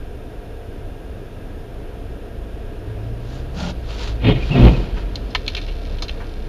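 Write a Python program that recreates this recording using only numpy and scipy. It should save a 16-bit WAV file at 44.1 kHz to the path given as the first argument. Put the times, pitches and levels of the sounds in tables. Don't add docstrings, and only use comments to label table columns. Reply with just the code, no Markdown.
import sys
import numpy as np
from scipy import signal
from scipy.fft import rfft, irfft, next_fast_len
from scipy.io import wavfile
from scipy.ndimage import uniform_filter1d

SR = 44100
rng = np.random.default_rng(int(sys.argv[2]) if len(sys.argv) > 2 else 0)


def unload_wav(signal):
    wavfile.write(
        sys.argv[1],
        SR,
        np.round(np.clip(np.atleast_2d(signal).T, -1, 1) * 32767).astype(np.int16),
    )


N = 286089
T = np.arange(N) / SR


# height t/s, rise/s, fall/s, body shake level/dB, crunch level/dB, boom f/Hz, boom peak level/dB
BLOWS = [(4.266, 0.031, 0.067, -16, -24.5, 113.8, -10), (4.295, 0.022, 0.029, -11.5, -27.5, 425, -14.5),
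         (4.364, 0.045, .022, -32, -58, 133.5, -14.5), (4.514, 0.01, 0.012, -18.5, -38, 140, -8),
         (4.564, 0.027, 0.074, -11, -31, 130.6, -11), (4.6, 0.016, 0.028, -9, -45, 244, -7),
         (4.659, .033, 0.035, -5.5, -26.5, 117, -9), (4.737, 0.018, 0.016, -29, -44, 133, -10.5)]
# f/Hz, level per Hz/dB
SHAKE_COLOUR = [(20, -7), (55, 1), (82, -7), (125, 2), (175, -6), (250, -8), (340, -7.5), (420, -11.5),
                (560, -13), (700, -18), (1000, -26), (1600, -34.5), (3000, -33.5)]
# f/Hz, width/Hz, level/dB
BODY_MODES = [(176.3, 10.8, 6.5), (202, 15.5, 2), (251.7, 14.6, 5.5), (332.5, 21, -0.5), (408, 13, -6.5),
              (482, 20, -9), (690, 8.4, -6.5), (889, 16, -9), (1394, 22, -19.5)]
# f/Hz, level per Hz/dB
CRUNCH_COLOUR = [(600, -8), (1200, -1.5), (1800, -4), (2200, 3), (2600, 0.5), (3000, -1.5), (3500, -6),
                 (4200, -5), (4900, -22), (7000, -35)]
# f/Hz, width/Hz, level/dB
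PANEL_MODES = [(1914, 24, 0), (2170, 46, -5.5), (2496, 100, -1), (2870, 50, 0), (2950, 40, 1),
               (3230, 44, 4.5), (3590, 70, 0.5), (3900, 160, -14)]
SHUDDER_DB, SHUDDER_DECAY_S = -12, 0.14
GRIND_DB, GRIND_DECAY_S = -14, 0.21


def collision():
    shaking, crunching, booms = [], [], 0
    for at, rise, fall, shake_db, crunch_db, boom_hz, boom_db in BLOWS:
        force = swell(at, rise, fall)
        shudder = undb(SHUDDER_DB) * aftermath(at, SHUDDER_DECAY_S)
        grind = undb(GRIND_DB) * aftermath(at, GRIND_DECAY_S)
        shaking.append(undb(shake_db) * np.maximum(force, shudder))
        crunching.append(undb(crunch_db) * np.maximum(force, grind))
        booms = booms + undb(boom_db) * force * np.cos(2 * np.pi * boom_hz * (T - at))

    rattle = colour(grains(rate=2500, spread_db=2.0), SHAKE_COLOUR)
    body = unit(resonate(grains(rate=3100, spread_db=1.0), BODY_MODES))
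    shake = unit(rattle + undb(-4) * body)

    crackle = colour(grains(rate=3300, spread_db=6), CRUNCH_COLOUR)
    panels = unit(resonate(colour(noise(), CRUNCH_COLOUR), PANEL_MODES))
    crunch = unit(crackle + undb(2) * panels) * undb(1.7 * walk(90))
    return shake * together(shaking) + crunch * together(crunching) + booms


# height t/s, f/Hz, peak level/dB
JOLTS = [(4.331, 55, -17), (4.655, 55.4, 1), (4.931, 50.5, -21.5), (5.05, 48, -19), (5.26, 46.9, -19),
         (5.718, 42.4, -22)]
JOLT_RISE_S, JOLT_FALL_S = 0.027, 0.047
WALLOW_HZ, WALLOW_WIDTH_HZ, WALLOW_DB = 36.7, 11, -23.5
WALLOW_S, WALLOW_RISE_S, WALLOW_FALL_S = 4.39, 0.47, .9


def jolts():
    swings = 0
    for at, hz, db in JOLTS:
        envelope = undb(db) * swell(at, JOLT_RISE_S, JOLT_FALL_S)
        swings = swings + envelope * np.cos(2 * np.pi * hz * (T - at))
    wallow = undb(WALLOW_DB) * band(WALLOW_HZ, WALLOW_WIDTH_HZ)
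    return swings + wallow * swell(WALLOW_S, WALLOW_RISE_S, WALLOW_FALL_S)


# height t/s, level/dB before the rasp
SQUEAKS = [(4.43, -31), (4.52, -24), (4.548, -24.5), (4.62, -24.5), (4.678, -26.5), (4.745, -32)]
SQUEAK_RISE_S, SQUEAK_FALL_S = 0.0109, .014
SQUEAK_HZ, SQUEAK_BEND_HZ = 2490, 129.8


def squeaks():
    pressure = sum(undb(db) * swell(at, SQUEAK_RISE_S, SQUEAK_FALL_S) for at, db in SQUEAKS)
    rasp = 1 + .03 * walk(1200) + .024 * walk(140)
    hz = (SQUEAK_HZ + SQUEAK_BEND_HZ * pressure / pressure.max()) * rasp
    breaking_up = undb(2.5 * walk(300))
    return pressure * breaking_up * np.sin(2 * np.pi * np.cumsum(hz) / SR)


# t/s, clink level/dB, ring f/Hz, chatter decay/s, dull knock level re clink/dB
CLINKS = [(4.971, -49.5, 3060, 0.023, 13), (5.156, -25, 4400, 0.0038, -37), (5.305, -47, 5160, 0.012, -25),
          (5.3492, -14.5, 2880, 0.0032, -5.5), (5.352, -17, 2090, 0.0038, -9.5),
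          (5.357, -21, 3770, 0.0025, -0.5), (5.464, -33.5, 3420, 0.0038, -10),
          (5.479, -15.5, 3560, 0.003, -20), (5.485, -31, 2690, 0.0042, -13),
          (5.4997, -34, 4000, .0031, -18), (5.549, -21.5, 3330, 0.0032, -17),
          (5.567, -25, 3100, 0.0044, -19), (5.574, -28, 2420, 0.0092, -12), (5.614, -38, 3800, 0.014, -11),
          (5.680, -41.5, 2840, 0.031, -10), (5.985, -37.5, 3375, .0044, -17),
          (6.0218, -27, 5040, 0.012, -6.5), (6.082, -32.5, 4100, 0.0059, -21),
          (6.093, -27, 2750, 0.0055, -11), (6.203, -48, 1070, 0.033, 8.5), (6.480, -31.5, 3840, .008, -8)]
# f/Hz, width/Hz, level/dB
SHARD_MODES = [(1470, 160, -8), (1830, 100, -2), (2285, 140, 2), (2720, 180, 1), (3040, 140, 0.5),
               (3600, 340, 0.5), (4160, 176, 3), (4870, 910, -5), (6200, 1200, -20)]
TOUCH_DB = 13.5


def debris():
    t = T[:SR // 5]
    out = np.zeros(N + len(t))
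    for at, db, hz, decay, knock_db in CLINKS:
        chatter, thud, tail = rng.standard_normal((3, len(t)))
        contact = chatter * np.exp(-t / decay) + undb(-19) * tail * np.exp(-t / 0.018)
        contact[0] += undb(TOUCH_DB)
        shards = resonate(contact, SHARD_MODES) + undb(-15.0) * contact
        clink = unit(ring(shards, hz, 0.59 * hz))
        note = unit(np.sin(2 * np.pi * hz * t) * np.exp(-t / (0.68 * decay)))
        knock = unit(ring(ring(thud * np.exp(-t / decay), 840, 1300), 860, 1170))
        bit = clink + undb(-6.5) * note + undb(knock_db) * knock
        gain = undb(db) * np.sqrt(decay / t[-1])
        start = int(at * SR)
        out[start:start + len(t)] += gain * bit
    return out[:N]


CRUMB_DB, CRUMB_DECAY_S = -32, 0.035
SHOWER_S, SHOWER_DB, SHOWER_RISE_S, SHOWER_FALL_S = 5.61, -47.5, 0.29, .9


def crumbs():
    shed = [undb(db + CRUMB_DB) * aftermath(at, CRUMB_DECAY_S) for at, db, *_ in CLINKS]
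    shower = undb(SHOWER_DB) * swell(SHOWER_S, SHOWER_RISE_S, SHOWER_FALL_S)
    skitter = unit(resonate(grains(rate=600, spread_db=-0.5), SHARD_MODES))
    return skitter * together(shed + [shower])


# t/s, hold/s, drops level/dB, rise/s,
# fall/s, fine mist level/dB, arch drumming level/dB
SPLASHES = [(3.335, 0.038, -47.5, 0.085, .05, -56.5, -71), (3.595, .11, -36, 0.036, .012, -46, -29),
            (3.915, 0.022, -38.5, 0.045, .036, -53, -58), (4.015, 0.039, -35, 0.044, 0.058, -49.5, -48),
            (4.48, 0.28, -39.5, 0.14, 0.12, -60.5, -66), (4.975, .03, -45, 0.038, 0.03, -68, -60)]
# f/Hz, level per Hz/dB
SPRAY_COLOUR = [(300, -23), (700, 2), (1000, 0), (1400, 0.5), (1900, -5.5), (2800, -0.5), (4400, -1.5),
                (5500, -11), (6800, -18.5), (7800, -9)]
MIST_HZ, MIST_WIDTH_HZ = 6100, 2000
WET_DB, WET_S, WET_RISE_S, WET_HOLD_S, WET_FALL_S = -53.5, 3.83, 0.78, 2.15, 0.83


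def spray():
    drop_levels = [undb(WET_DB) * swell(WET_S, WET_RISE_S, WET_FALL_S, WET_HOLD_S)]
    mist_level = 0
    for at, hold, db, rise, fall, mist_db, _ in SPLASHES:
        burst = swell(at, rise, fall, hold)
        drop_levels.append(undb(db) * burst)
        mist_level = mist_level + undb(mist_db) * burst
    drops = colour(grains(rate=6000, spread_db=0), SPRAY_COLOUR) * together(drop_levels)
    mist = band(MIST_HZ, MIST_WIDTH_HZ) * mist_level
    return (drops + mist) * undb(1.2 * walk(110))


# f/Hz, width/Hz, level/dB
ARCH_MODES = [(174.6, 37, 3), (192, 7.9, -10), (594, 62, -5.5), (825, 110, -7.5), (1410, 28, -11),
              (3200, 71, -17)]
ARCH_HZ, ARCH_NOTE_DB, ARCH_RING_S = 178.6, 2, .045


def wheel_arch():
    drumming = unit(sum(undb(db) * band(hz, width) for hz, width, db in ARCH_MODES))
    hz = ARCH_HZ * (1 + 0.021 * walk(25))
    note = undb(ARCH_NOTE_DB) * np.sin(2 * np.pi * np.cumsum(hz) / SR)
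    out = 0
    for at, hold, _, rise, fall, _, db in SPLASHES:
        struck = drumming * swell(at, rise, fall, hold)
        humming = note * swell(at, rise, ARCH_RING_S, hold)
        out = out + undb(db) * (struck + humming)
    return out


# t/s, firing f/Hz
BUS_FIRING = [(1.7, 64.4), (2.64, 49.7), (3.0, 53.74), (3.58, 69.95), (4.0, 51.5), (4.2, 56), (4.5, 59)]
# f/Hz, width/Hz, level/dB
AIR_MODES = [(56.5, 15, -2), (108.5, 46, -0.5)]
BUS_DB, BUS_PASSES_S, BUS_GAP_M, BUS_SPEED_M_S = -23.5, 4.44, 2.78, 4.6
COAST_DB, PULL_DB, PULL_S, PULL_RISE_S, PULL_FALL_S = -11, 0.5, 3.016, 0.25, 0.41


def bus():
    hz, = curves(BUS_FIRING)
    pull = undb(COAST_DB) + undb(PULL_DB) * swell(PULL_S, PULL_RISE_S, PULL_FALL_S)
    distance_m = np.hypot(BUS_GAP_M, BUS_SPEED_M_S * (T - BUS_PASSES_S))
    nearness = BUS_GAP_M / distance_m
    phase = 2 * np.pi * np.cumsum(hz * (1 + 0.0121 * walk(23))) / SR
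    first, second = (undb(db) * ring(np.sin(k * phase), centre, width)
                     for k, (centre, width, db) in enumerate(AIR_MODES, 1))
    level = np.sqrt(2) * undb(BUS_DB + .8 * walk(14)) * nearness
    return level * (first + pull * second) * during(BUS_FIRING)


IDLE_HZ, IDLE_DB = 26.53, -36.5
FLARE_S, FLARE_HZ, FLARE_RISE_S, FLARE_FALL_S = 4.9, 23.46, .42, .85
LABOUR_S, LABOUR_DB, LABOUR_RISE_S, LABOUR_FALL_S = 5.84, 10, .55, .8


def own_engine():
    hz = IDLE_HZ + FLARE_HZ * swell(FLARE_S, FLARE_RISE_S, FLARE_FALL_S)
    level_db = IDLE_DB + LABOUR_DB * swell(LABOUR_S, LABOUR_RISE_S, LABOUR_FALL_S)
    phase = 2 * np.pi * np.cumsum(hz * (1 + 0.0506 * walk(15))) / SR
    harmonics = np.sin(phase) + undb(-9.5) * np.sin(2 * phase)
    return np.sqrt(2) * undb(level_db + 2.3 * walk(19)) * harmonics


# f/Hz, level per Hz/dB
ROAD_COLOUR = [(11, -29), (18, -14.5), (37, 0), (109, -7), (154, -15.5), (188, -14), (302, -14), (439, -18),
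               (688, -22), (760, -27), (1130, -33), (1610, -32.5), (2170, -39), (2780, -36.5), (7000, -59),
               (9100, -88), (15400, -120)]
# t/s, level/dB
ROAD_LEVEL = [(0, -33.5), (2.5, -32.5), (4.0, -31.5), (5.0, -30), (5.6, -32), (6.49, -32)]
# f/Hz, width/Hz, level/dB
TRIM_MODES = [(435.7, 67, -44), (685, 54, -50.5), (1353, 100, -65.5), (1629, 40, -60), (2500, 240, -63.5),
              (3480, 180, -66), (5210, 41, -74)]


def road():
    level_db, = curves(ROAD_LEVEL)
    rumble = colour(noise(), ROAD_COLOUR) * undb(level_db + .4 * walk(7.5))
    trim = sum(undb(db) * band(hz, width) for hz, width, db in TRIM_MODES)
    return rumble + trim


def cabin(x):
    t = T[:SR // 10]
    echoes = rng.standard_normal(len(t)) * np.exp(-t / .014) * (t > .002)
    echoes = ring(echoes, 2600, 8000)
    echoes *= undb(-17) / np.linalg.norm(echoes)
    return x + signal.fftconvolve(x, echoes)[:N]


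def undb(db):
    return 10 ** (np.asarray(db) / 20)


def unit(x):
    return x / (np.std(x) + 1e-12)


def curves(table):
    s, *columns = np.transpose(table)
    return [np.interp(T, s, c) for c in columns]


def during(table):
    opening = np.clip((T - table[0][0]) / .03, 0, 1)
    closing = np.clip((table[-1][0] - T) / .03, 0, 1)
    return opening * closing


def noise():
    return rng.standard_normal(N)


def walk(rate):
    k = max(int(SR / rate), 1)
    steps = np.repeat(rng.standard_normal(N // k + 1), k)
    return unit(uniform_filter1d(steps, k)[:N])


def grains(rate, spread_db):
    hits = rng.random(N) < rate / SR
    sizes = noise() * undb(spread_db * np.clip(noise(), -2, 2))
    return unit(hits * sizes)


def colour(x, points):
    hz, db = np.transpose(points)
    size = next_fast_len(N)
    octave = np.log2(np.fft.rfftfreq(size, 1 / SR) + 1)
    outside = np.abs(octave - np.clip(octave, np.log2(hz[0]), np.log2(hz[-1])))
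    gain = undb(np.interp(octave, np.log2(hz), db) - 24 * outside)
    return unit(irfft(rfft(x, size) * gain, size)[:N])


def ring(x, hz, width):
    return signal.lfilter(*signal.iirpeak(hz, hz / width, fs=SR), x)


def resonate(x, modes):
    return sum((-1) ** k * undb(db) * ring(x, hz, width) for k, (hz, width, db) in enumerate(modes))


def band(hz, width):
    return unit(ring(ring(noise(), hz, 1.77 * width), hz, 1.77 * width))


def swell(at, rise, fall, hold=0):
    away = np.maximum((at - T) / rise, 0) + np.maximum((T - at - hold) / fall, 0)
    return np.exp(-np.minimum(away, 20) ** 1.576)


def aftermath(at, decay):
    return (T >= at) * np.exp(-np.minimum(np.abs(T - at) / decay, 20))


def together(envelopes):
    return np.sqrt(sum(e ** 2 for e in envelopes))


def scene():
    crash = collision() + jolts() + squeaks() + debris() + crumbs()
    echoing = cabin(road() + spray() + wheel_arch() + crash)
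    return (echoing + own_engine() + bus())[None]


# f/Hz, level per Hz/dB
HISS_COLOUR = [(1000, -1.5), (7000, -1.5), (9000, 0.3), (14000, -4)]
HISS_DB = -60
MIRROR_HZ, NOTCH_WIDTH_HZ, TOP_HZ = 16000, 1400, 14200


def record(dry):
    clipped = dry / (1 + np.abs(dry / .97) ** 8) ** (1 / 8)
    narrow = signal.sosfilt(signal.butter(10, 7400, fs=SR, output="sos"), clipped)
    treble = signal.sosfilt(signal.butter(5, 6000, "high", fs=SR, output="sos"), narrow)
    mirror = undb(-8.5) * treble * np.cos(2 * np.pi * MIRROR_HZ * T)
    steady_hiss = undb(HISS_DB) * colour(noise(), HISS_COLOUR)
    loud_hiss = undb(-45.5) * narrow * noise()
    out = narrow + mirror + steady_hiss + loud_hiss
    out = out - .85 * ring(out, MIRROR_HZ / 2, NOTCH_WIDTH_HZ)
    return signal.sosfilt(signal.ellip(12, .2, 95, TOP_HZ, fs=SR, output="sos"), out)


dry = scene()
out = record(dry)
unload_wav(out)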